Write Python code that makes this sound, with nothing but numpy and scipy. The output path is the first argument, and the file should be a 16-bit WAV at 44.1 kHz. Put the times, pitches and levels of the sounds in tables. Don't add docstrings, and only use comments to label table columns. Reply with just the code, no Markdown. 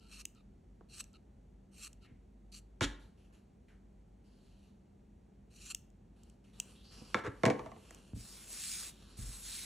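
import sys
import numpy as np
from scipy import signal
from scipy.fft import rfft, irfft, next_fast_len
from scipy.io import wavfile
from scipy.ndimage import map_coordinates

SR = 44100
rng = np.random.default_rng(int(sys.argv[2]) if len(sys.argv) > 2 else 0)


def wav_out(sig):
    wavfile.write(sys.argv[1], SR, np.round(np.clip(np.atleast_2d(sig).T, -1, 1) * 32767).astype(np.int16))


N = 425562

# (frequency [Hz], gain [dB])
WOOL_COLOUR = [(300, 8), (900, 1.5), (1900, -7.5), (2800, 0), (4000, -5), (6000, -6), (9000, -7.5),
               (12000, -7), (16000, -25)]
# (frequency [Hz], likeness [-1..1])
NEAR_SAME = [(300, 1), (600, .75), (1100, .65), (1800, .99), (4000, .97), (5000, .72), (6000, .99),
             (7300, .98), (9500, .76), (11500, .76), (12400, .98), (12900, .999)]
# (frequency [Hz], likeness [-1..1])
PLATE_SAME = [(60, 1), (150, .99), (350, .9), (600, .6), (1100, .55), (1700, .99), (4000, .88), (6500, .96),
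              (9500, .75), (12500, .95)]
BLADE_ATTACK_S, BLADE_RELEASE_S = 0.0076, 0.0048


def amp(db):
    return 10 ** (np.asarray(db) / 20)


def unit(x):
    return x / np.sqrt(np.mean(x ** 2) + 1e-20)


def read(points, hz):
    f, value = np.transpose(points)
    return np.interp(np.log(hz + 1), np.log(f + 1), value)


def seconds(size):
    return np.arange(size) / SR


def noise_pair(size):
    return rng.standard_normal((2, size))


def add(mix, start_s, sound):
    part = mix[:, max(round(start_s * SR), 0):][:, :sound.shape[-1]]
    part += sound[..., :part.shape[1]]


def gate(t, length_s, attack_s, release_s):
    rise = 1 - np.exp(-np.maximum(t, 0) / attack_s)
    return rise * np.exp(-np.maximum(t - length_s, 0) / release_s)


def shape(x, gain):
    size = 2 * next_fast_len(x.shape[-1] // 2 + 2048)
    log_gain = np.log(np.maximum(gain(abs(np.fft.fftfreq(size, 1 / SR))), 1e-5))
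    response = np.exp(signal.hilbert(log_gain).conj())[:size // 2 + 1]
    return irfft(rfft(x, size) * response, size)[..., :x.shape[-1]]


def resonate(x, centre_hz, width_hz):
    turn = np.exp(2j * np.pi * np.cumsum(centre_hz) / SR)
    r = np.exp(-np.pi * width_hz / SR)
    return 2 * (turn * signal.lfilter([1 - r], [1, -r], x / turn)).real


def pair(x, likeness):
    size = next_fast_len(x.shape[-1])
    same = np.clip(read(likeness, np.fft.rfftfreq(size, 1 / SR)), -1, 1)
    mid, side = rfft(x, size) * np.sqrt([(1 + same) / 2, (1 - same) / 2])
    return irfft(np.array([mid + side, mid - side]), size)[:, :x.shape[-1]]


def dying(decay, size):
    hz, t, z = signal.stft(noise_pair(size), SR, nperseg=128)
    z = z * amp(-60 * t / read(decay, hz)[:, None])
    return pair(signal.istft(z, SR)[1][:, :size], PLATE_SAME)


def friction(size, slips_per_s, spread_db, smooth, patchy_db, patch_hz):
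    slip_sizes = amp(spread_db * np.minimum(rng.exponential(1, size), 4))
    slips = (rng.random(size) < slips_per_s / SR) * slip_sizes
    grains = unit(slips * noise_pair(size)) + smooth * noise_pair(size)
    clumps = np.interp(np.arange(size) * patch_hz / SR, np.arange(size), rng.standard_normal(size))
    return pair(grains, NEAR_SAME) * amp(patchy_db * clumps)


def mottle(x, depth_db, width_hz, span_s):
    hz, t, z = signal.stft(x, SR, nperseg=256)
    grid = np.meshgrid(hz / width_hz, t / span_s, indexing="ij")
    field = map_coordinates(rng.standard_normal((96, 96)), grid, order=1, mode="wrap")
    return signal.istft(z * amp(depth_db * field), SR)[1][:, :x.shape[-1]]


def mirrored(hz, spacing_hz):
    reflection = .5 / (1 + (hz / 12000) ** 2)
    return abs(1 + reflection * np.exp(-2j * np.pi * hz / spacing_hz))


def room_tone(hum_width_hz=4):
    # (frequency [Hz], gain [dB])
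    air_colour = [(25, -28.5), (48, -8), (75, -9.5), (150, -15), (205, -10.5), (300, -21), (370, -20),
                  (550, -27.5), (800, -30), (1100, -39.5), (2500, -46.5), (4500, -52.5), (7000, -51.5),
                  (11000, -57.5), (16000, -59)]
    # (frequency [Hz], likeness [-1..1])
    air_same = [(100, 1), (300, 0.82), (550, 0), (1100, 0), (2000, 0.97), (4000, 0.95), (6500, 1),
                (10000, 0.75)]
    # (frequency [Hz], rms level [dB])
    hum_bands = [(49, -63.5), (198, -73)]
    out = amp(-62) * unit(shape(pair(noise_pair(N), air_same), lambda hz: amp(read(air_colour, hz))))
    for f, db in hum_bands:
        band = shape(rng.standard_normal(N), lambda hz: 1 / (1 + ((hz - f) / hum_width_hz) ** 2))
        out = out + amp(db) * unit(band)
    return out


def slide(t, glide, scrape_db):
    # (frequency [Hz], width per pass [Hz], level [dB])
    slide_ring = [(1340, 150, 6), (2850, 640, -0.5), (4090, 980, -2), (7400, 740, -20)]
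    drive = friction(len(t), slips_per_s=2600, spread_db=3, smooth=.8, patchy_db=1.2, patch_hz=70)
    bend = 2 ** (glide * np.minimum(t, .1))
    ring = 0
    for f, width_hz, db in slide_ring:
        ring = ring + amp(db) * resonate(resonate(drive, f * bend, width_hz), f * bend, width_hz)
    scrape = shape(drive, lambda hz: amp(read(WOOL_COLOUR, hz)))
    return unit(unit(ring) + amp(scrape_db) * unit(scrape))


def slides(fade_db=0.5):
    # (start [s], length [s], level [dB], glide [octaves/s], scrape against the ring [dB])
    slide_rows = [(0.0, 0.079, -69, -0.15, 0), (0.347, 0.062, -71, -2, -8), (1.13, 0.038, -66.5, -1.4, -9),
                  (2.009, 0.055, -66.5, -1, -3)]
    out, t = np.zeros((2, N)), seconds(SR // 3)
    for start_s, length_s, db, glide, scrape_db in slide_rows:
        force = amp(db - fade_db * t / length_s) * gate(t, length_s, BLADE_ATTACK_S, BLADE_RELEASE_S)
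        add(out, start_s, slide(t, glide, scrape_db) * force)
    return out


def steel(hz, own_peak, valley_db=-19):
    # (frequency [Hz], width [Hz], level [dB])
    blade_peaks = [(1250, 330, -4), (2620, 850, 2), (4340, 2000, -2), (6220, 1100, 1), (8260, 2300, -1.5),
                   (11000, 4000, -4.5), (14700, 1500, -8)]
    power = amp(valley_db) ** 2
    for f, width_hz, db in [*blade_peaks, own_peak]:
        power = power + amp(db) ** 2 / (1 + (2 * (hz - f) / width_hz) ** 2) ** 2
    return np.sqrt(power) * hz ** 2 / (hz ** 2 + 900 ** 2)


def rasp(size, tilt_db, ring_hz, ring_db, ring_width_hz=900, comb_hz=1420):
    drive = friction(size, slips_per_s=5000, spread_db=2, smooth=.5, patchy_db=1.6, patch_hz=170)
    spacing_hz = comb_hz * rng.uniform(.975, 1.025)

    def gain(hz):
        tilt = amp(tilt_db * np.log2(np.maximum(hz, 1000) / 5000))
        return steel(hz, (ring_hz, ring_width_hz, ring_db)) * mirrored(hz, spacing_hz) * tilt

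    return unit(mottle(shape(drive, gain), depth_db=3.8, width_hz=330, span_s=.03))


def snips(open_ring_hz=4280, swell_curve=1.49):
    # (start [s], end [s], final level [dB], swell [dB], brightness [dB/octave],
    #        ring of the open blades [dB], grip resonance [Hz], its level [dB])
    snip_rows = [(0.078, 0.217, -56, 10.5, -1.5, 3, 9000, -6), (0.884, 1.01, -49, 20, 0, 6.5, 7900, 8),
                 (1.711, 1.876, -50.5, 23.5, 0.5, -1, 7650, 5), (2.516, 2.59, -55, 1.5, 1, 7, 7590, 1),
                 (5.498, 5.721, -50, 25, -.5, -4, 7180, 8)]
    # (time [s], half length [s], extra level [dB])
    bundles = [(0.138, .017, 8), (0.209, 0.012, 5), (1.007, .008, 9.5), (1.838, .02, 4),
               (5.625, 0.0053, 3.5), (5.662, 0.0068, 5.5), (5.713, .012, 9.5)]
    out, t = np.zeros((2, N)), seconds(SR // 3)
    for start_s, end_s, db, swell_db, tilt_db, open_db, grip_hz, grip_db in snip_rows:
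        length_s = end_s - start_s
        still_open = np.clip(1 - t / length_s, 0, 1)
        shut = 1 - still_open
        crunch_db = sum(extra_db * np.exp(-((start_s + t - s) / half_s) ** 2)
                        for s, half_s, extra_db in bundles)
        force = amp(db - swell_db * still_open ** swell_curve + crunch_db)
        open_rasp = rasp(len(t), tilt_db, open_ring_hz, open_db)
        shut_rasp = rasp(len(t), tilt_db, grip_hz, grip_db)
        cut = np.sqrt(1 - shut ** 2) * open_rasp + shut * shut_rasp
        add(out, start_s, cut * force * gate(t, length_s, BLADE_ATTACK_S, BLADE_RELEASE_S))
    return out


def clicks(ring_s=0.00084, rebound_s=0.0013, rebound_db=-2):
    # (time [s], level [dB], 20 dB above the rms of the burst)
    click_rows = [(0.2533, -21.5), (0.349, -55), (1.041, -40), (1.131, -54), (1.93, -43.5), (5.7473, -19),
                  (5.902, -57), (6.234, -46), (6.2985, -47.5), (6.6002, -15.5), (7.462, -25),
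                  (7.9076, -40.5), (7.947, -38.5)]
    # (frequency [Hz], gain [dB])
    click_colour = [(1000, -45), (2100, -19), (2900, -2.5), (4200, -20), (5600, -3), (7400, 0.5),
                    (8800, -4.5), (10200, -20), (11800, -6.5), (14500, -12.5), (16000, -3)]
    out, t = np.zeros((2, N)), seconds(1024)
    rebound = amp(rebound_db) * (t > rebound_s) * np.exp(-abs(t - rebound_s) / ring_s)
    contact = np.exp(-t / ring_s) + rebound
    for s, db in click_rows:
        burst = pair(noise_pair(len(t)), NEAR_SAME) * contact
        tick = shape(burst, lambda hz: amp(read(click_colour, hz)))
        add(out, s, amp(db - 20) * unit(tick))
    return out


def table_modes(t, scatter=0.53):
    # (frequency [Hz], level [dB], t60 [s])
    mode_rows = [(47.1, -19.5, 0.7), (114, -8.5, 0.2), (140.6, -10, 0.08), (187, -6.5, 0.07),
                 (223.7, 0, 0.12), (279.5, -6.5, 0.11), (356, -7, 0.09), (430, -12.5, 0.33),
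                 (498, -3, 0.11), (644.5, -2.5, 0.089), (763, -6, 0.079), (867, -8.5, 0.063),
                 (983, -12.5, 0.061), (1068, -7.5, 0.15), (1172, -8.5, 0.083), (1563, -13.5, 0.075),
                 (1726, -16, 0.069), (1814, -11.5, 0.067), (2060, -16, 0.07), (2262, -9, 0.08)]
    hz, db, t60_s = np.transpose(mode_rows)[:, :, None]
    sign = (-1) ** np.arange(len(hz))[:, None]
    place = sign * (1 + scatter * rng.standard_normal(hz.shape))
    apart = sign * np.arccos(read(PLATE_SAME, hz)) / 2
    ring = place * amp(db - 60 * t / t60_s)
    return np.array([(ring * np.sin(2 * np.pi * hz * t + port * apart)).sum(0) for port in (-1, 1)])


def notch(hz, node_hz, width, depth_db=-15):
    return amp(depth_db * np.exp(-((hz / node_hz - 1) / width) ** 2))


def blows(bounce_count=4, rebound_share=0.82, bounce_loss_db=5):
    # (time [s], level [dB], low edge [Hz], high edge [Hz], node [Hz], damping time constant [s])
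    knock_rows = [(0.8086, -32.5, 350, 510, 2000, .008), (2.8087, -18.5, 251, 3550, 452, 0.036),
                  (2.8105, -11, 120, 520, 447, .035), (7.012, -28.5, 99.5, 247, 590, .1),
                  (7.144, -5, 1240, 1340, 663, 0.027), (7.146, -17.5, 70, 480, 224, 0.036),
                  (7.272, -16.5, 50, 230, 213, 0.056), (7.434, -10, 228, 1520, 1410, .3),
                  (7.4535, -11.5, 395, 3540, 1340, .3), (7.4614, -11.5, 150, 1760, 1300, 0.23),
                  (7.4685, -13, 290, 655, 1300, .3), (7.4764, -13.5, 280, 1200, 1290, .3),
                  (7.4824, -12, 263, 750, 1290, .3), (7.5006, -16, 295, 2560, 1270, 0.34),
                  (7.907, -40, 600, 2770, 3780, .01)]
    # (first bounce [s], level [dB], low edge [Hz], high edge [Hz], node [Hz], first gap [s])
    bounce_rows = [(7.5927, -25, 450, 1700, 1570, .068)]
    rows = list(knock_rows)
    for s, db, low_hz, high_hz, node_hz, gap_s in bounce_rows:
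        for k in range(bounce_count):
            rows.append((s, db - k * bounce_loss_db, low_hz, high_hz, node_hz, np.inf))
            s = s + gap_s * rebound_share ** k
    return rows


def knocks(crack_db=17, dense_db=-2.5, ring_db=-13, spread_s=0.003065, node_width=0.13):
    # (frequency [Hz], gain [dB])
    top_colour = [(60, -9.5), (130, 13), (450, -0.5), (570, -5.5), (680, -4), (1400, 4.5), (2100, 3.5),
                  (2600, -4.5), (3500, -6.5), (7000, -2), (11000, -6), (16000, -8)]
    # (frequency [Hz], t60 [s])
    top_decay = [(100, 0.02), (500, 0.38), (1500, 0.024), (4000, 0.088), (12000, 0.077)]
    out, t = np.zeros((2, N)), seconds(16384)
    f = np.fft.rfftfreq(len(t), 1 / SR)
    bending = np.exp(-4j * np.pi * spread_s * np.sqrt(300 * f))
    for s, db, low_hz, high_hz, node_hz, damping_s in blows():
        def contact(hz):
            edges = hz / np.hypot(hz, low_hz) / (1 + (hz / high_hz) ** 2) ** 0.95
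            return edges * notch(hz, node_hz, node_width)

        plate = amp(dense_db) * dying(top_decay, len(t)) / 2 + amp(crack_db) * (t == 0)
        blow = shape(plate, lambda hz: amp(read(top_colour, hz))) + amp(ring_db) * table_modes(t)
        blow = shape(blow * np.exp(-t / damping_s), contact)
        add(out, s, amp(db) * irfft(rfft(blow) * bending))
    return out


def wool(hiss_width_hz=1200, comb_hz=1450, rise_share=0.03, release_s=0.053, level_rise_db_per_s=1):
    # (start [s], length [s], level [dB], hiss centre [Hz], glide [octaves/s], hiss against rustle [dB])
    rub_rows = [(2.043, 0.039, -72.5, 2280, -5, 19), (2.995, 0.044, -69.5, 3700, 2, -7.5),
                (3.172, 0.079, -74.5, 2850, -1, -6.5), (3.325, 0.031, -71, 2700, -8, -12),
                (3.682, 0.029, -71, 1990, -9, 5), (4.237, .45, -75.5, 4730, -0.6, -7.5),
                (6.157, 0.15, -76, 3620, 3, -11), (6.439, 0.061, -72, 2400, -4, -9),
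                (6.53, 0.058, -67.5, 3600, 1, -9), (6.581, 0.15, -64.5, 7400, 2, -8),
                (6.749, 0.085, -67, 3400, 1, -1), (6.839, 0.15, -62.5, 4400, 1, 0),
                (6.907, 0.25, -60, 9500, -2, -25), (6.921, 0.25, -66.5, 5450, -1.3, 3),
                (7.256, 0.72, -68, 2380, 0, -14), (7.769, 0.33, -65, 2830, -1, -28),
                (8.878, 0.35, -63.5, 3300, 1.4, -7.5)]
    out, t = np.zeros((2, N)), seconds(3 * SR // 4)
    for start_s, length_s, db, centre_hz, glide, hiss_db in rub_rows:
        drive = friction(len(t), slips_per_s=2000, spread_db=3.3, smooth=1.5, patchy_db=1.2, patch_hz=35)
        fibres = shape(drive, lambda hz: amp(read(WOOL_COLOUR, hz)) * mirrored(hz, comb_hz) ** .7)
        fibres = unit(mottle(fibres, depth_db=2.5, width_hz=400, span_s=.09))
        centre = centre_hz * 2 ** (glide * np.minimum(t, length_s))
        hiss = resonate(pair(noise_pair(len(t)), NEAR_SAME), centre, hiss_width_hz)
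        hiss = unit(resonate(hiss, centre, hiss_width_hz))
        force = amp(db + level_rise_db_per_s * t)
        force = force * gate(t, length_s, rise_share * length_s, release_s)
        add(out, start_s, force * unit(fibres + amp(hiss_db) * hiss))
    return out


def thumps(damping_s=0.19):
    # (time [s], level [dB], contact time
    # [s])
    thump_rows = [(2.11, -47, 0.0038), (2.813, -27.5, 0.0051), (8.134, -32.5, 0.0046), (8.163, -37, 0.006),
                  (9.187, -30, 0.02), (9.228, -32, 0.019), (9.285, -36, 0.015)]
    out, t = np.zeros((2, N)), seconds(SR // 2)
    for s, db, contact_s in thump_rows:
        u = t / (contact_s / 2)
        push = u * (6 - 6 * u + u ** 2) * np.exp(-u) / 2
        pulse = u ** 2 * np.exp(-2 * u)
        ring = signal.fftconvolve(table_modes(t) * np.exp(-t / damping_s), [pulse])[:, :len(t)]
        add(out, s, amp(db) * (push + ring / abs(ring).max()))
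    return out


def handles():
    # (frequency [Hz], level [dB], t60 [s])
    handle_modes = [(1348, 1, .04), (1440, -2.5, .028), (2240, -1, .04), (3550, -9, .045),
                    (5570, -11, 0.029)]
    # (time [s], level [dB])
    handle_hits = [(2.809, -38), (7.1445, -28.5), (7.435, -32)]
    out, t = np.zeros((2, N)), seconds(SR // 8)
    ring = 0
    for k, (hz, db, t60_s) in enumerate(handle_modes):
        ring = ring + (-1) ** k * amp(db - 60 * t / t60_s) * np.sin(2 * np.pi * hz * t)
    for s, db in handle_hits:
        add(out, s, amp(db) * ring)
    return out


def skids(steel_hz=2700, attack_s=0.0044, release_s=.005):
    # (start [s], length [s], level [dB], treble of bare steel [dB], hum [Hz], hum width [Hz], hum [dB])
    skid_rows = [(2.81, 0.04, -35.5, -2, 294, 16, -5.5), (7.159, 0.039, -47, -20, 444, 80, -2.5),
                 (7.236, 0.041, -45, -19.5, 427, 36, 0)]
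    # (frequency [Hz], gain [dB])
    skid_colour = [(100, 2.5), (850, -4), (1300, 1.5), (2200, -1), (3300, 3), (5000, -4.5), (7200, -5),
                   (12000, -20)]
    out, t = np.zeros((2, N)), seconds(SR // 3)
    for start_s, length_s, db, steel_db, hum_hz, hum_width_hz, hum_db in skid_rows:
        def gain(hz):
            return amp(read(skid_colour, hz) + steel_db / (1 + (steel_hz / (hz + 1)) ** 8))

        force = gate(t, length_s, attack_s, release_s)
        drive = friction(len(t), slips_per_s=2500, spread_db=2, smooth=.8, patchy_db=1.1, patch_hz=250)
        scrape = force * unit(mottle(shape(drive, gain), depth_db=3, width_hz=260, span_s=.04))
        hum = unit(resonate(force * drive, np.full(len(t), hum_hz), hum_width_hz)) * scrape.std()
        add(out, start_s, amp(db) * (scrape + amp(hum_db) * hum))
    return out


def brush(size, low_hz, comb_hz=1330):
    # (frequency [Hz], gain [dB])
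    sweep_colour = [(200, 1), (800, -4), (1400, -3), (2600, -0.5), (3000, -2.5), (3600, 1), (4200, 1.5),
                    (5000, 2), (6200, 2.5), (8400, 5), (10500, 4), (12500, 3), (15500, -1.5)]

    def gain(hz):
        low_cut = hz ** 2 / np.hypot(hz ** 2, low_hz ** 2)
        return amp(read(sweep_colour, hz)) * mirrored(hz, comb_hz) ** 0.14 * low_cut

    drive = friction(size, slips_per_s=3000, spread_db=2.4, smooth=1.4, patchy_db=.9, patch_hz=60)
    return unit(mottle(shape(drive, gain), depth_db=2.7, width_hz=380, span_s=.06))


def sweep(gain_db=5.5, slide_low_hz=200, hollow_width_hz=1100, push_arc=0.9, push_shape=0.62,
          release_s=0.011):
    # (lands [s], settling time [s], push starts [s],
    #  lifts [s], sliding level before gain_db [dB], push [dB], low edge of the push [Hz],
    #  hollow under the hand [Hz], its level [dB])
    sweep_rows = [(8.142, 0.033, 8.472, 8.895, -59.5, 12.5, 1450, 6800, -14),
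                  (9.166, 0.01, 9.42, 9.67, -56, 6.5, 1320, 3800, -12)]
    out, t = np.zeros((2, N)), seconds(SR)
    for lands_s, settle_s, push_s, lifts_s, slide_db, push_db, low_hz, hollow_hz, hollow_db in sweep_rows:
        progress = np.clip((lands_s + t - push_s) / (lifts_s - push_s), 0, 1)
        speed = np.sin(np.pi * push_arc * progress) ** push_shape
        centre = np.full(len(t), hollow_hz)
        hollow = resonate(brush(len(t), low_hz), centre, hollow_width_hz)
        hollow = unit(resonate(hollow, centre, hollow_width_hz))
        push = unit(brush(len(t), low_hz) + amp(hollow_db) * hollow)
        hiss = np.sqrt(1 - speed) * brush(len(t), slide_low_hz) + np.sqrt(speed) * push
        level = amp(gain_db + slide_db + push_db * speed)
        add(out, lands_s, hiss * level * gate(t, lifts_s - lands_s, settle_s, release_s))
    return out


def room(x, first_s=0.0024):
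    # (frequency [Hz], t60 [s])
    room_decay = [(100, 0.27), (600, 0.57), (2500, 0.39), (8000, 0.27), (15000, 0.35)]
    size = SR // 2
    tail = dying(room_decay, size) * np.clip(seconds(size) / first_s - 1, 0, 1)
    return signal.fftconvolve(x, tail / np.linalg.norm(tail[0]), axes=1)[:, :N]


def scene():
    scissors = slides() + snips() + clicks()
    table = knocks() + thumps() + handles()
    scrapes = skids()
    hands = wool() + sweep()
    walls = room(amp(-18) * scissors + amp(-11) * table + amp(-10.5) * scrapes + amp(-14) * hands)
    return scissors + table + scrapes + hands + walls + room_tone()


def record(dry, low_cut_hz=36, edge_hz=15900):
    # (frequency [Hz], phase by which left leads [rad])
    port_phase = [(4300, 0), (4800, -1.3), (5050, -3.1), (5300, -5.1), (5700, -6.28), (7900, -6.3),
                  (8500, -7.1), (10000, -7.8), (11500, -8.5), (12500, -9.42)]
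    hz = np.fft.rfftfreq(N, 1 / SR)
    ports = np.exp(1j * read(port_phase, hz) * np.array([[.5], [-.5]]))
    low_cut = signal.butter(7, low_cut_hz, "highpass", fs=SR, output="sos")
    heard = signal.sosfilt(low_cut, irfft(rfft(dry) * ports, N))
    band_limit = signal.firwin(255, edge_hz, window=("kaiser", 9), fs=SR)
    return signal.oaconvolve(heard, band_limit[None], "same")


dry = scene()
out = record(dry)
wav_out(out)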